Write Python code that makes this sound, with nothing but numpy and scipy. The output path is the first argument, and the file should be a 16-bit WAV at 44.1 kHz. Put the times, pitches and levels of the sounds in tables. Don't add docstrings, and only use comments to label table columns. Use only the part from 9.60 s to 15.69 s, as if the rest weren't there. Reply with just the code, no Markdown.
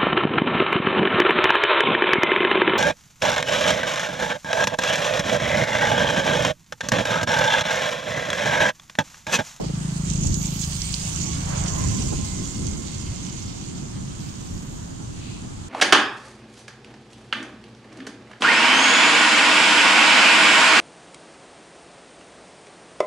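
import sys
import numpy as np
from scipy import signal
from scipy.fft import rfft, irfft, next_fast_len
from scipy.io import wavfile
from scipy.ndimage import uniform_filter1d, map_coordinates

SR = 44100
rng = np.random.default_rng(int(sys.argv[2]) if len(sys.argv) > 2 else 0)


def master_out(mix):
    frames = np.transpose(np.atleast_2d(mix))
    ceiling = np.clip(frames, -1, 1)
    pcm = np.round(ceiling * 32767).astype(np.int16)
    wavfile.write(sys.argv[1], SR, pcm)


N = 268391


def amp(db):
    return 10 ** (np.asarray(db) / 20)


def unit(x):
    return x / np.sqrt(np.mean(x ** 2) + 1e-20)


def along(points, hz):
    f, value = np.transpose(points)
    return np.interp(np.log(hz + 1), np.log(f + 1), value)


def curves(rows):
    times, *columns = np.transpose(rows)
    t = np.arange(N) / SR
    return [np.interp(t, times, column) for column in columns]


def wobble(rate):
    knots = rng.standard_normal(int(N * rate / SR) + 4)
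    return map_coordinates(knots, [np.arange(N) * rate / SR])


def filtered(x, response):
    size = next_fast_len(N + SR // 2)
    spectrum = rfft(x, size) * response(np.fft.rfftfreq(size, 1 / SR))
    return irfft(spectrum, size)[..., :N]


def swell(s, half):
    t = np.arange(N) / SR
    return np.exp(-.5 * ((t - s) / (.8 * half)) ** 2)


def nearness(s, before, after):
    age = np.arange(N) / SR - s
    return 1 / np.hypot(1, age / np.where(age < 0, before, after))


def bearing(s, passing):
    age = np.arange(N) / SR - s
    return age / passing * nearness(s, passing, passing)


def together(gains):
    return np.sqrt(sum(g ** 2 for g in gains))


def turbulence(patchy_db):
    z = signal.stft(rng.standard_normal((2, N)), nperseg=512)[2]
    field = rng.standard_normal(z.shape)
    field = uniform_filter1d(field, 7, 1)
    field = uniform_filter1d(field, 10, 2)
    noise = signal.istft(z * amp(patchy_db * unit(field)), nperseg=512)[1]
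    return unit(noise[:, :N])


def droplets(rate, spread_db, life):
    size = np.minimum(rng.exponential(size=N), 3.3)
    strikes = (rng.random(N) < rate / SR) * amp(spread_db * size)
    energy = signal.lfilter([1], [1, -np.exp(-2 / (life * SR))], strikes ** 2)
    return unit(np.sqrt(energy) * rng.standard_normal((2, N)))


# f/Hz, likeness (limited to -0.9..0.99 in use)
PORT_LIKENESS = [(50, 1.4), (130, 0.58), (200, .5), (290, -0.18), (640, -0.62), (1400, -0.1), (3000, 0),
                 (15000, 0)]
# f/Hz, left minus right level/dB, before each sound's own lean
PORT_LEAN = [(100, 0.5), (350, -4.5), (1300, -2.5), (2400, -2.5), (4400, -7.5), (7000, -13), (9000, -8),
             (14000, -2.5)]


def at_ports(pair, spectrum, lean_db=0):
    def ports(hz):
        alike = np.clip(along(PORT_LIKENESS, hz), -.9, .99)
        left = amp(along(PORT_LEAN, hz) + lean_db)
        same, opposite = np.sqrt(1 + alike), np.sqrt(1 - alike)
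        colour = amp(along(spectrum, hz)) / np.sqrt(1 + left ** 2 + 2 * alike * left)
        return colour * np.array([[left * same, left * opposite], [same, -opposite]])
    out = filtered(pair, ports).sum(1)
    return out / np.std(out.mean(0))


# f/Hz, relative level/dB
RIVER_COLOUR = [(150, -12), (300, -6.5), (450, -28), (600, -22.5), (850, -15.5), (1150, -15.5), (1450, -20),
                (1850, -24.5), (2400, -25.5), (3100, -20), (5600, -23), (6900, -15), (8300, -21),
                (10500, -34.5), (15500, -61)]


def river():
    water = turbulence(patchy_db=0.5) + 0.27 * droplets(rate=400, spread_db=6.5, life=0.0025)
    level_db = -47.5 + 0.83 * wobble(2.54)
    return amp(level_db) * at_ports(water, RIVER_COLOUR, lean_db=6)


# t/s, buffet level/dB, flutter relative level/dB
BREEZE_LEVELS = [(0, -39, -47), (1.3, -34.5, -50), (2.2, -31, -45.5), (3.3, -39, -43), (4.6, -38.5, -43.5),
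                 (6.09, -41, -45.5)]
# t/s, half-length/s, buffet level/dB, flutter relative level/dB
WIND_SWELLS = [(0.186, 0.037, -36, -58), (0.676, 0.16, -26.5, -37), (1.23, .07, -38, -79),
               (1.66, 0.13, -37, -39.5), (2.012, 0.13, -30.5, -52), (2.273, 0.055, -23.5, -42),
               (2.414, 0.23, -28, -35), (2.787, 0.07, -30, -40.5), (3.066, 0.15, -32, -36),
               (3.48, 0.046, -33.5, -52), (4.404, 0.053, -34.5, -47), (4.952, 0.044, -29, -44.5),
               (5.88, 0.068, -43, -44.5)]
# t/s, relative peak level/dB
SHARP_GUSTS = [(.003, -17.5), (0.019, -19), (0.044, -18), (.102, -24), (0.65, -21.5), (2.531, -17)]
# f/Hz, relative level/dB
BUFFET_COLOUR = [(10, -30), (22, -6), (40, -6.5), (62, -3), (95, -1.5), (130, -7.5), (200, -18.5),
                 (320, -46), (600, -85)]
FLUTTER_COLOUR = [(60, -42), (105, 3), (145, 1.5), (190, 1), (250, -5), (330, -9), (450, -21), (650, -30.5),
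                  (1500, -75)]
PUFF_COLOUR = [(100, -10), (250, 0), (420, 0), (600, -8), (850, -13), (1300, -23), (2800, -45)]


def wind():
    t = np.arange(N) / SR
    buffet_db, flutter_db = curves(BREEZE_LEVELS)
    push = together([amp(buffet_db)] + [amp(db) * swell(s, half) for s, half, db, _ in WIND_SWELLS])
    shake = together([amp(flutter_db)] + [amp(db) * swell(s, half) for s, half, _, db in WIND_SWELLS])
    buffet = push * amp(0.56 * wobble(23)) * at_ports(turbulence(patchy_db=1.0), BUFFET_COLOUR)
    flutter_noise = at_ports(turbulence(patchy_db=0.85), FLUTTER_COLOUR)
    flutter = shake * amp(6.5 + 1.4 * wobble(45)) * flutter_noise
    gust = sum(amp(db) * np.exp(-((t - s) / .01) ** 2) for s, db in SHARP_GUSTS)
    puff = at_ports(turbulence(patchy_db=1), PUFF_COLOUR)
    return buffet + flutter + amp(-13.5) * gust * puff


# t/s, firing rate f/Hz
FIRING_RATE = [(0, 26.9), (.4, 26.8), (.55, 26.6), (1, 26.6), (1.3, 26.3), (1.7, 27.2), (2, 27),
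               (2.3, 26.5)]
# t/s, level/dB
EXHAUST_LEVEL = [(0, -29), (.45, -26.5), (.75, -26), (1.05, -30.5), (1.3, -34.5), (1.7, -33.5),
                 (2.05, -28.5), (2.5, -38), (6.1, -58)]


def putter():
    rate, = curves(FIRING_RATE)
    level_db, = curves(EXHAUST_LEVEL)
    turns = np.floor(np.cumsum(rate) / SR + .41)
    firings = np.diff(turns, prepend=turns[0]) * amp(.5 * wobble(27))

    def silencer(f, hz, width_hz):
        return 1j * f * width_hz / (hz ** 2 - f ** 2 + 1j * f * width_hz)

    def pipe(f):
        thud = silencer(f, 155, 112) ** 4
        above = amp(-25) * silencer(f, 348, 130) ** 3
        below = amp(-9.5) * silencer(f, 56, 45) ** 3
        return thud + above + below
    return amp(level_db) * unit(filtered(firings, pipe)) * amp([[.2], [-.2]])


# t/s when abreast, passing time/s, roar level/dB,
# left minus right level/dB (added to the swing and the roar's own lean)
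ROAR_PASSES = [(.3, 0.16, -47.5, -3.5), (1.5, 0.19, -56.5, 11), (1.95, 0.078, -39, -8),
               (2.2, 0.09, -43, -5.5)]
# f/Hz, relative level/dB
ROAR_COLOUR = [(250, 3.5), (500, 4.5), (800, 6), (1100, 5), (1550, 2.5), (2100, -1), (3500, -7.5),
               (7000, -53)]
CROSSING_DB = 5
FAR_ROAR_DB, FAR_PAN_DB = -54, -5


def tyres():
    sides = np.array([[.5], [-.5]])
    roars = [amp(FAR_ROAR_DB + sides * FAR_PAN_DB)]
    for s, passing, db, pan_db in ROAR_PASSES:
        side_db = sides * (pan_db - CROSSING_DB * bearing(s, passing))
        roars.append(amp(db + side_db) * nearness(s, passing, passing))
    return together(roars) * at_ports(turbulence(patchy_db=2.0), ROAR_COLOUR, lean_db=6)


# t/s, rise time/s, fall time/s,
# then mist, bright hiss, splash and fizz, each relative level/dB
SPRAY_PLUMES = [(1.3, 0.51, 0.5, -40.5, -43, -37, -60.5), (2.3, 0.34, 0.57, -35, -40, -40, -64.5)]
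# t/s, half-length/s, relative level/dB, kind
SPRAY_SURGES = [(0.058, .1, -45.5, "splash"), (0.382, 0.26, -42.5, "bright"), (0.52, 0.15, -36, "mist"),
                (0.503, 0.044, -41.5, "splash"), (0.692, 0.084, -32, "mist"), (0.829, 0.098, -32.5, "mist"),
                (0.96, 0.24, -51.5, "fizz"), (1.026, 0.061, -34, "mist"), (1.325, 0.38, -37.5, "bright"),
                (1.577, 0.2, -32.5, "mist"), (2.145, 0.22, -35.5, "mist"), (2.19, .05, -61, "fizz"),
                (3.316, 0.043, -43, "splash"), (3.7, 0.54, -47, "splash"), (3.697, .14, -45.5, "mist"),
                (4.65, 0.062, -64, "fizz"), (4.7, 0.19, -49.5, "splash"), (5.0, .27, -66, "fizz"),
                (4.9, 0.17, -49.5, "mist")]
APPROACH_POWER, RECEDE_POWER = 1.37, 1.175


def thrown(kind, plume_dbs):
    t = np.arange(N) / SR
    gains = [amp(db) * swell(s, half) for s, half, db, name in SPRAY_SURGES if name == kind]
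    for (s, rise, fall, *_), db in zip(SPRAY_PLUMES, plume_dbs):
        power = np.where(t < s, APPROACH_POWER, RECEDE_POWER)
        gains.append(amp(db) * nearness(s, rise, fall) ** power)
    return together(gains)


# f/Hz, relative level/dB
MIST_COLOUR = [(3500, -50), (5200, -10.5), (6100, 1), (6700, 5), (7300, 1), (7900, -3.5), (9000, -52),
               (10200, -52), (13000, -55)]
BRIGHT_COLOUR = [(3500, -42), (5200, -19), (6100, -5.5), (7000, -2), (8200, 0.5), (9300, -9.5),
                 (10200, -17), (13000, -29)]
SPLASH_COLOUR = [(1000, -53), (1900, -10.5), (2500, -3.5), (3100, 0), (3800, -2.5), (4600, 2), (5500, 0),
                 (7000, -3), (10000, -35)]
FIZZ_COLOUR = [(7000, -30), (9500, -8), (11300, 6), (13500, 3), (15700, -5)]


def spray():
    *_, mist_db, bright_db, splash_db, fizz_db = np.transpose(SPRAY_PLUMES)
    drops = droplets(rate=350, spread_db=7.0, life=0.0018)
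    surge_db = 0.86 * wobble(30.27)

    narrow = at_ports(turbulence(patchy_db=4.0) + 0.58 * drops, MIST_COLOUR)
    hiss = turbulence(patchy_db=4.0) + 0.99 * droplets(rate=540, spread_db=3.5, life=0.004)
    wide = at_ports(hiss, BRIGHT_COLOUR)
    mist = thrown("mist", mist_db) * narrow + thrown("bright", bright_db) * wide
    mist = amp(-2.5 + surge_db) * mist

    coarse = turbulence(patchy_db=2.5) + 0.66 * droplets(rate=260, spread_db=3.5, life=0.002)
    splash = thrown("splash", splash_db) * amp(-1.5 + surge_db) * at_ports(coarse, SPLASH_COLOUR)

    fine = turbulence(patchy_db=4) + 0.38 * drops
    fizz = thrown("fizz", fizz_db) * at_ports(fine, FIZZ_COLOUR)
    return mist + splash + fizz


# t/s, peak level/dB before panning, f/Hz of the colour's centre
WATER_SPITS = [(.501, -17, 6700), (.535, -20, 6800), (.635, -20, 6400), (.671, -18, 6750),
               (.742, -16, 6750), (.857, -18, 6800), (1.218, -15, 5500), (1.340, -12.5, 4700),
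               (2.082, -19, 6850), (3.068, -21, 7100)]


def spits():
    out, t = np.zeros((2, N)), np.arange(N) / SR
    for s, db, hz in WATER_SPITS:
        age = np.maximum(t - s, 0)
        decay = np.exp(-age / .002) + .1 * np.exp(-age / .01)
        burst = (1 - np.exp(-age / .0005)) * decay

        def colour(f):
            peak = 1 / np.hypot(1, np.log((f + 1) / hz) / .13)
            return peak / (1 + (f / 8800) ** 16) / (1 + (2300 / (f + 1)) ** 4)
        crack = filtered(burst * rng.standard_normal((2, N)), colour)
        out += amp(db) * crack / np.abs(crack).max()
    return out * amp([[-4], [5]])


# t/s, passing time/s, note level/dB, octave level/dB, both before panning
TREAD_SINGS = [(1.7, 0.046, -50, -51), (2.22, 0.064, -41.5, -50), (2.7, 0.13, -52.5, -54.5)]
# t/s, half-length/s, f/Hz
DISTANT_TREAD = (3.4, .6, 1064)
TREAD_HZ, DOPPLER = 1074, .036
DROP_AT_S, DROP_TIME_S = 2.0, .08
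FAR_NOTE_DB, FAR_OCTAVE_DB = -61, -57.5


def tread():
    def note(hz, blur):
        angle = 2 * np.pi * np.cumsum(hz * np.ones(N)) / SR
        return np.array([unit(wobble(blur) * np.sin(angle) + wobble(blur) * np.cos(angle))
                         for _ in range(2)])
    hz = TREAD_HZ * (1 - DOPPLER * bearing(DROP_AT_S, DROP_TIME_S))
    low = together([amp(db) * nearness(s, passing, passing) for s, passing, db, _ in TREAD_SINGS])
    high = together([amp(db) * nearness(s, passing, passing) for s, passing, _, db in TREAD_SINGS])
    near = low * amp(0.86 * wobble(12)) * note(hz, 65) + high * note(2 * hz, 110)
    s, half, far_hz = DISTANT_TREAD
    far_notes = amp(FAR_NOTE_DB) * note(far_hz, 140) + amp(FAR_OCTAVE_DB) * note(2 * far_hz, 100)
    far = swell(s, half) * far_notes
    return near * amp([[-1.5], [2]]) + far * amp([[-6], [3.5]])


# t/s, f/Hz of the first order, relative level/dB
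HUM_COURSE = [(2.3, 96.9, -66), (2.7, 95, -39.5), (3.1, 94, -39.5), (3.5, 93, -42), (3.85, 91.7, -39),
              (4.2, 89.9, -42), (6.1, 91.3, -83)]
# multiple of the pitch, relative level/dB
ORDER_LEVELS = [(1, -5), (2, 0.5), (3, -23), (4, -12.5)]


def hum():
    hz, level_db = curves(HUM_COURSE)
    phase = 2 * np.pi * np.cumsum(hz * (1 + 0.00866 * wobble(18))) / SR
    tone = sum(amp(db + 2 * wobble(10)) * np.sin(k * phase) for k, db in ORDER_LEVELS)
    return amp(level_db - 5.5) * unit(tone)


# t/s, half-length/s, level/dB
SOFT_SWISH = (5.69, 0.12, -49)


def swish():
    s, half, db = SOFT_SWISH
    # f/Hz, relative level/dB
    colour = [(1200, -27), (2100, -4), (2550, 7), (3200, 1), (4500, 2), (8000, -34)]
    return amp(db) * swell(s, half) * at_ports(turbulence(patchy_db=0), colour, lean_db=7)


def scene():
    steady = river() + wind()
    traffic = putter() + tyres() + tread() + hum()
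    water = spray() + spits() + swish()
    return steady + traffic + water


def record(dry):
    return filtered(dry, lambda hz: hz < 15780)


dry = scene()
out = record(dry)
master_out(out)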